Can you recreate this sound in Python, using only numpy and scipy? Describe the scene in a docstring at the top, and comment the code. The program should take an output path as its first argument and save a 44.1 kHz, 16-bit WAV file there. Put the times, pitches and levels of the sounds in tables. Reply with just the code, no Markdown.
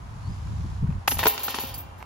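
"""Disc into a chain basket, quiet woods

A plastic disc flies into the chains of a steel basket, knocks against the pole, drops into the
wire tray and settles. The links clash and jingle in surges as the chains swing; pole and tray
ring on, with a weak tail from the trees. Air buffets the moving microphone. A faint chirp
comes from far off, and dry leaves crunch underfoot before the hit and again near the end."""
import sys
import numpy as np
from scipy import signal
from scipy.fft import rfft, irfft, next_fast_len
from scipy.io import wavfile
from scipy.ndimage import uniform_filter1d

SR = 44100
rng = np.random.default_rng(int(sys.argv[2]) if len(sys.argv) > 2 else 0)


def to_wav(s):
    """Save 16-bit WAV."""
    ch = np.atleast_2d(s).T  # columns
    pcm = np.round(np.clip(ch, -1, 1) * 32767)  # PCM
    wavfile.write(sys.argv[1], SR, pcm.astype(np.int16))


N = 90404
TIME = np.arange(N) / SR


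def from_db(db):
    """Decibels to gain."""
    return 10 ** (np.asarray(db) / 20)


def at_hz(spectrum, hz):
    """Read a spectrum's level in dB along a log-frequency axis."""
    f, db = np.transpose(spectrum)
    return np.interp(np.log(hz + 1e-3), np.log(f), db)


def level(curve):
    """A dB curve over time as a gain per sample."""
    return from_db(np.interp(TIME, *np.transpose(curve)))


def colour(x, spectrum):
    """Causal (minimum-phase) filter with the given spectrum."""
    size = 2 * next_fast_len(N)
    hz = np.arange(size // 2 + 1) * SR / size
    cepstrum = irfft(np.log(from_db(at_hz(spectrum, hz))))
    cepstrum[1:size // 2] *= 2
    cepstrum[size // 2 + 1:] = 0
    return irfft(rfft(x, size) * np.exp(rfft(cepstrum)))[..., :N]


def noise(spectrum, side_db, envelope=0.99):
    """Stereo noise under an envelope, then coloured; rms 1 where the envelope is 1."""
    mid, side = rng.standard_normal((2, N))
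    white = mid + from_db(side_db) * side * [[1], [-1]]
    return colour(envelope * white, spectrum) / np.std(colour(white, spectrum))


def turbulence(spectrum):
    """Low eddy noise, its level evened over a few cycles."""
    eddies = noise(spectrum, side_db=-12.5)
    power = uniform_filter1d(np.mean(eddies ** 2, axis=0), size=1500)
    return eddies / np.sqrt(power + 1e-9)


def rms_one(x):
    """Scale to rms 1."""
    return x / np.sqrt(np.mean(x ** 2) + 1e-20)


def clicks(times, sizes):
    """Impulses at the given times in seconds."""
    samples = np.clip(np.ravel(times) * SR, 0, N).astype(int)
    return np.bincount(samples, np.ravel(sizes), N + 1)[:N]


def fade(x, decay_s):
    """Each impulse becomes an exponential decay."""
    return signal.lfilter([1], [1, -np.exp(-1 / (decay_s * SR))], x + 1e-18)


def ring(force, hz, t60, phase):
    """One mode, reaching the microphone with a left-right phase difference in radians."""
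    pole = from_db(-60 / (t60 * SR)) * np.exp(2j * np.pi * hz / SR)
    motion = signal.lfilter([1], [1, -pole], force + 1e-18)
    mid, side = motion.imag * np.cos(phase / 2), motion.real * np.sin(phase / 2)
    return np.array([mid + side, mid - side])


def uneven(shape, spread_db=4.5):
    """Strengths of contacts, with random sign; rms 1 along each row."""
    sizes = from_db(spread_db * rng.standard_normal(shape)) * rng.choice([-1, 1], shape)
    return sizes / np.sqrt(np.mean(sizes ** 2, axis=-1, keepdims=True))


# Airflow right on the microphone: t/s, level/dB
BUFFET_LEVEL = [(0, -40), (.3, -35.5), (.6, -28), (.68, -32), (.97, -28), (1.035, -42.5), (1.13, -40.5),
                (1.22, -40), (1.36, -49), (1.55, -48.5), (1.72, -39), (1.85, -42), (2.05, -45.5)]
# Its rumble: f/Hz, level/dB
BUFFET_SPECTRUM = [(15, -28), (35, -15.5), (55, 1), (85, 3), (125, -4), (200, -16.5), (600, -50),
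                   (5000, -92)]
def buffeting():
    """Eddies rumble on the moving microphone."""
    return level(BUFFET_LEVEL) * turbulence(BUFFET_SPECTRUM)


# Air of the woods, far off: f/Hz, level/dB
HUSH_SPECTRUM = [(100, -12.5), (250, -2.5), (500, -6), (950, 2.5), (1600, -8), (3000, -18.5), (7500, -33),
                 (11000, -27), (13000, -40.5)]
def hush():
    """A steady, wide hush lies behind everything."""
    return from_db(-48) * noise(HUSH_SPECTRUM, side_db=1)


# Faint rustle around the microphone: t/s, level/dB
RUSTLE_LEVEL = [(0, -63), (.3, -57), (.72, -56), (.85, -62), (2.05, -66.5)]
# Its hiss: f/Hz, level/dB
RUSTLE_SPECTRUM = [(1000, -7), (2500, 3), (4500, 3), (7200, 1), (8700, -11), (11000, -5.5), (13500, -28)]
def rustle(grain_s=0.0026, spread_db=1.5):
    """Dry leaves shift in tiny grains of uneven strength."""
    grains = rms_one(uniform_filter1d(rng.standard_normal(N), size=int(grain_s * SR)))
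    envelope = rms_one(from_db(spread_db * grains))
    return level(RUSTLE_LEVEL) * noise(RUSTLE_SPECTRUM, side_db=-2, envelope=envelope)


# Pitch of a far chirp: t/s, f/Hz
CHIRP_PITCH = [(0.195, 4200), (0.275, 4450), (0.295, 4980), (0.34, 4900), (0.38, 4400)]
def chirp():
    """A thin, fluttering whistle swells, rises and falls."""
    times, hz = np.transpose(CHIRP_PITCH)
    progress = np.interp(TIME, [times[0], times[-1]], [0, 1])
    swell = np.sqrt(np.abs(np.sin(np.pi * progress)))
    flutter = rms_one(uniform_filter1d(uniform_filter1d(rng.standard_normal(N), size=120), size=120))
    phase = 2 * np.pi * np.cumsum(np.interp(TIME, times, hz)) / SR
    return from_db(-60.5) * swell * flutter * np.sin(phase)


# Gusts right on the microphone: t/s, level/dB, half length/s
GUSTS = [(0.293, -28, 0.024), (0.652, -24.5, 0.0059), (0.839, -19.5, 0.012), (0.897, -23, 0.012),
         (1.169, -31.5, 0.044)]
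# Their thump: f/Hz, level/dB
GUST_SPECTRUM = [(25, -9.5), (85, 3.5), (150, -0.5), (240, -12.5), (700, -50.5), (5000, -78)]
def gusts():
    """Single puffs of air thump on the microphone, each a bell-shaped swell."""
    envelope = sum(from_db(db) * np.exp(-0.5 * ((TIME - s) / half) ** 2) for s, db, half in GUSTS)
    return envelope * turbulence(GUST_SPECTRUM)


# Leaves and twigs underfoot: t/s, level/dB, decay/s
CRUNCHES = [(0.334, -44, 0.0025), (0.47, -44.5, 0.01), (0.871, -45, 0.006), (0.903, -45, 0.01),
            (0.925, -42, 0.005), (2.003, -45, 0.025), (2.027, -26, 0.00077)]
# Their crunch: f/Hz, level/dB
CRUNCH_SPECTRUM = [(150, 2), (500, -1.5), (1000, 7), (1600, -1), (2500, -1), (3200, -13.5), (14000, -30)]
def leaves():
    """Dry leaves crunch in short bursts, a little right of the microphone."""
    envelope = sum(fade(clicks(s, from_db(db)), decay_s) for s, db, decay_s in CRUNCHES)
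    return noise(CRUNCH_SPECTRUM, side_db=-6.5, envelope=envelope) * from_db([[-1.5], [1.5]])


# Clashes of the chains in the basket: t/s, level/dB, decay/s,
# then offsets for low link modes/dB, high link modes/dB, shaking of the basket/dB
SURGES = [(1.0758, -14.5, 0.046, 1.5, -11, -5), (1.107, -20, 0.029, 5.5, -25, -14),
          (1.185, -20.5, 0.022, -1.5, 3.5, -25), (1.235, -22, 0.023, -3, 3, 8.5),
          (1.268, -10, .025, -7.5, 2.5, -5.5), (1.338, -30.5, 0.032, 1.5, 9, 11),
          (1.39, -26.5, .04, -3, -5, 12), (1.432, -19, 0.028, -4.5, 5.5, 5),
          (1.491, -26, .025, 0.5, 2, 14.5), (1.546, -30, .03, 5.5, 2, 11), (1.596, -22, 0.034, -6, -1, 5.5),
          (1.622, -25.5, .025, -4, 4, 6), (1.67, -33, 0.043, 1.5, 10, 15), (1.74, -33.5, 0.014, 6, 11, 7.5),
          (1.778, -31, 0.017, -9, 12.5, -8), (1.98, -45, 0.023, -6, -11, 8)]
def link_contacts(count):
    """Each surge is a run of contacts that thin out and weaken: times and sizes, a row per surge."""
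    start, db, decay_s = np.transpose(SURGES)[:3, :, None]
    progress = (np.arange(count) + rng.random((len(start), count))) / count
    age = 3 * progress ** 1.5   # in decay times
    return start + age * decay_s, from_db(db) * np.exp(-age) * 2 / np.sqrt(count)


# Families of link modes: f/Hz, spread/Hz, level/dB, t60/s, left-right phase at the microphone/rad
LINK_MODES = [(6250, 670, -13, 0.082, 1.97), (9790, 413, -12, 0.055, 1.76), (11060, 500, -10, 0.063, 0.15),
              (12750, 131, -6, 0.12, 2.5), (12970, 55, -3, 0.16, 2.58), (14540, 112, -11.5, 0.13, 2.04),
              (15690, 45, -25, 0.14, .5)]
# Tick of link on link: f/Hz, level/dB
TICK_SPECTRUM = [(1000, 0), (3000, 7), (5000, 1), (7300, 14), (8300, -13), (11000, 2), (16000, -21)]
def chains(times, sizes, per_family=12, low_below_hz=11800, high_above_hz=13700):
    """Links tick against each other and ring very high; no two have quite the same pitch."""
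    low_db, high_db = np.transpose(SURGES)[3:5, :, None]
    ticks = np.array([clicks(times, sizes * uneven(sizes.shape)) for _ in range(2)])
    jingle = from_db(0.5) * colour(ticks, TICK_SPECTRUM)
    for centre, spread, db, t60, phase in LINK_MODES:
        family_db = db + low_db * (centre < low_below_hz) + high_db * (centre > high_above_hz)
        strength = sizes * from_db(family_db) / np.sqrt(per_family)
        for detune in 2 * (np.arange(per_family) + rng.random(per_family)) / per_family - 1:
            hz = centre + spread * np.pi / 2 * np.arcsin(detune)
            force = clicks(times, strength * uneven(sizes.shape))
            jingle += ring(force, hz, t60, 0.24 * rng.standard_normal() - phase)
    return jingle


# Blows of disc on steel: t/s, level/dB, thud offset/dB, crack offset/dB, basket ring level/dB
KNOCKS = [(1.0770, -10, -16, 0, -37), (1.0795, -4.5, -25, -3, -23.5), (1.1135, -23.5, -9, 12, -33),
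          (1.1174, -18.5, -1.5, -1, -30), (1.1206, -28, 8, 7, -32), (1.171, -24.5, -16, 0, -29),
          (1.1916, -21.5, 0.5, 11, -12), (1.2309, -7, -45, -10, -26), (1.2368, -9, -28, -19, -28),
          (1.2548, -13, -2.5, -2, -14.5), (1.2569, -17.5, 6, 7, -35), (1.2655, -17, -10, 3, -19.5),
          (1.2683, -11.5, -2.5, 5.5, -19.5), (1.3783, -26, -7, 12.5, -26), (1.482, -17, -2, 2.5, -17),
          (1.5442, -17.5, -3, 4.5, -17.5), (1.5863, -19.5, 4, 4, -22), (1.638, -38.5, 18.5, 0, -31)]
# Modes of the damped plastic: f/Hz, level/dB, t60/s
DISC_MODES = [(251, -12, 0.038), (421, -13, 0.02), (920, -3.5, 0.0081), (1202, 1, 0.0055),
              (1820, -9.5, .006), (2730, -7.5, .004), (3930, -18, 0.0017)]
# Crack of a blow: f/Hz, level/dB
CRACK_SPECTRUM = [(300, -15), (900, -0.5), (3000, 5.5), (6000, -2.5), (8300, -13.5), (11000, -12),
                  (16000, -27)]
def disc(thud_fade_hz=(490, 1304), contact_hz=4650):
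    """Each blow rings the plastic for a few cycles, with a scuff of the rim and a sharp crack."""
    times, db, thud_db, crack_db, _ = np.transpose(KNOCKS)
    crack_envelope = from_db(-13) * fade(clicks(times, from_db(db + crack_db)), decay_s=0.0048)
    crack = noise(CRACK_SPECTRUM, side_db=0.5, envelope=crack_envelope)
    body = np.zeros((2, N))
    for hz, mode_db, t60 in DISC_MODES:
        thud_share = np.interp(hz, thud_fade_hz, [1, 0])
        blows = clicks(times, from_db(db + mode_db + thud_db * thud_share))
        scuff = from_db(-17) * fade(blows, decay_s=0.0025) * rng.standard_normal(N)
        # a mode radiates little below its pitch
        low_cut = signal.butter(1, hz / 2, "high", fs=SR, output="sos")
        body -= ring(signal.sosfilt(low_cut, blows + scuff), hz, t60, 0.5 * rng.standard_normal())
    softness = signal.butter(2, contact_hz, fs=SR, output="sos")   # soft plastic carries little treble
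    return crack + signal.sosfilt(softness, body)


# Strongest modes of pole and tray: f/Hz, level/dB, t60/s
BASKET_MODES = [(538.6, -33, 1.14), (810, -34, 1.6), (1022, -33.5, 1.06), (1848, -28, 0.3),
                (2255, -31, 0.28), (2387, -40, 1.5), (2772, -35, 1.2), (3108, -34.5, 1.2),
                (3680, -34, 0.63), (4264, -35.5, 0.45)]
# Crowd of weaker wire modes: f/Hz, level/dB
WIRE_SPECTRUM = [(230, -10), (600, -8.5), (1000, -2), (1700, -9.5), (2900, 1.5), (4600, 1.5), (7000, -6.5),
                 (8500, -22)]
def basket(times, sizes, count=240, split=0.004):
    """Pole and wire tray ring in many long modes, struck by the disc and shaken by the chains."""
    knock_times, *_, ring_db = np.transpose(KNOCKS)
    shake = sizes * from_db(-7.5 + np.array(SURGES)[:, -1:])
    # each strong mode rings as two close pitches that beat
    pairs = [(hz * (1 + side * split), db - 10 * np.log10(2), t60)
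             for hz, db, t60 in BASKET_MODES for side in (-1, 1)]
    root_span = np.sqrt([WIRE_SPECTRUM[0][0], WIRE_SPECTRUM[-1][0]])
    pitches = np.interp(np.arange(count) + rng.random(count), [0, count], root_span) ** 2
    wire_db = -13 - 10 * np.log10(count)
    wires = [(hz, wire_db + at_hz(WIRE_SPECTRUM, hz), 0.58 * np.sqrt(2000 / hz)) for hz in pitches]
    steel = np.zeros((2, N))
    for hz, db, t60 in pairs + wires:
        struck = clicks(knock_times, from_db(ring_db) * uneven(knock_times.shape))
        shaken = clicks(times, shake * uneven(sizes.shape))
        phase = 0.98 * np.sqrt(hz / 2000) * rng.standard_normal()
        steel += ring(from_db(db) * (struck + shaken), hz, t60, phase)
    return steel


# Sound coming back from the surrounding trees: f/Hz, level/dB
WOODS_SPECTRUM = [(150, -8), (900, 2), (3000, -6), (8000, 3), (16000, -24)]
def woods(clash, t60=0.87, rise_s=0.01):
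    """Trunks scatter a weak, airy tail back to the microphone."""
    tail = noise(WOODS_SPECTRUM, side_db=0) * from_db(-60 * TIME / t60) * (1 - np.exp(-TIME / rise_s))
    tail /= np.sqrt(np.sum(tail ** 2) / 2)
    return from_db(-19.5) * signal.fftconvolve(clash, tail, axes=-1)[:, :N]


# Modes of the loaded tray: f/Hz, level/dB, t60/s
TRAY_MODES = [(444.5, -17, 0.053), (624, -21, 0.035), (743, -27, 0.082), (977, -25, 0.081)]
def landing(at_s=1.2662):
    """The disc drops flat onto the tray, which answers with a short hollow clunk."""
    return -sum(ring(clicks(at_s, from_db(db)), hz, t60, phase=0) for hz, db, t60 in TRAY_MODES)


def link_ping(at_s=1.739, chatter_s=0.0093):
    """One link chatters briefly and rings out alone."""
    chatter = fade(clicks(at_s, from_db(-31)), chatter_s) * rng.standard_normal(N)
    return ring(chatter / np.sqrt(chatter_s * SR / 2), hz=4700, t60=0.046, phase=0.99)


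def scene():
    """Disc, chains and basket among the trees, heard from a moving stereo microphone."""
    ambience = buffeting() + hush() + rustle() + chirp() + gusts() + leaves()
    times, sizes = link_contacts(count=24)
    clash = chains(times, sizes) + disc() + basket(times, sizes) + landing() + link_ping()
    return ambience + clash + woods(clash)


def record(dry, cutoff_hz=16100):
    """The microphone signal passes a steep low-pass that cuts the very top."""
    return signal.sosfilt(signal.ellip(10, 0.2, 80, cutoff_hz, fs=SR, output="sos"), dry)


dry = scene()
out = record(dry)
to_wav(out)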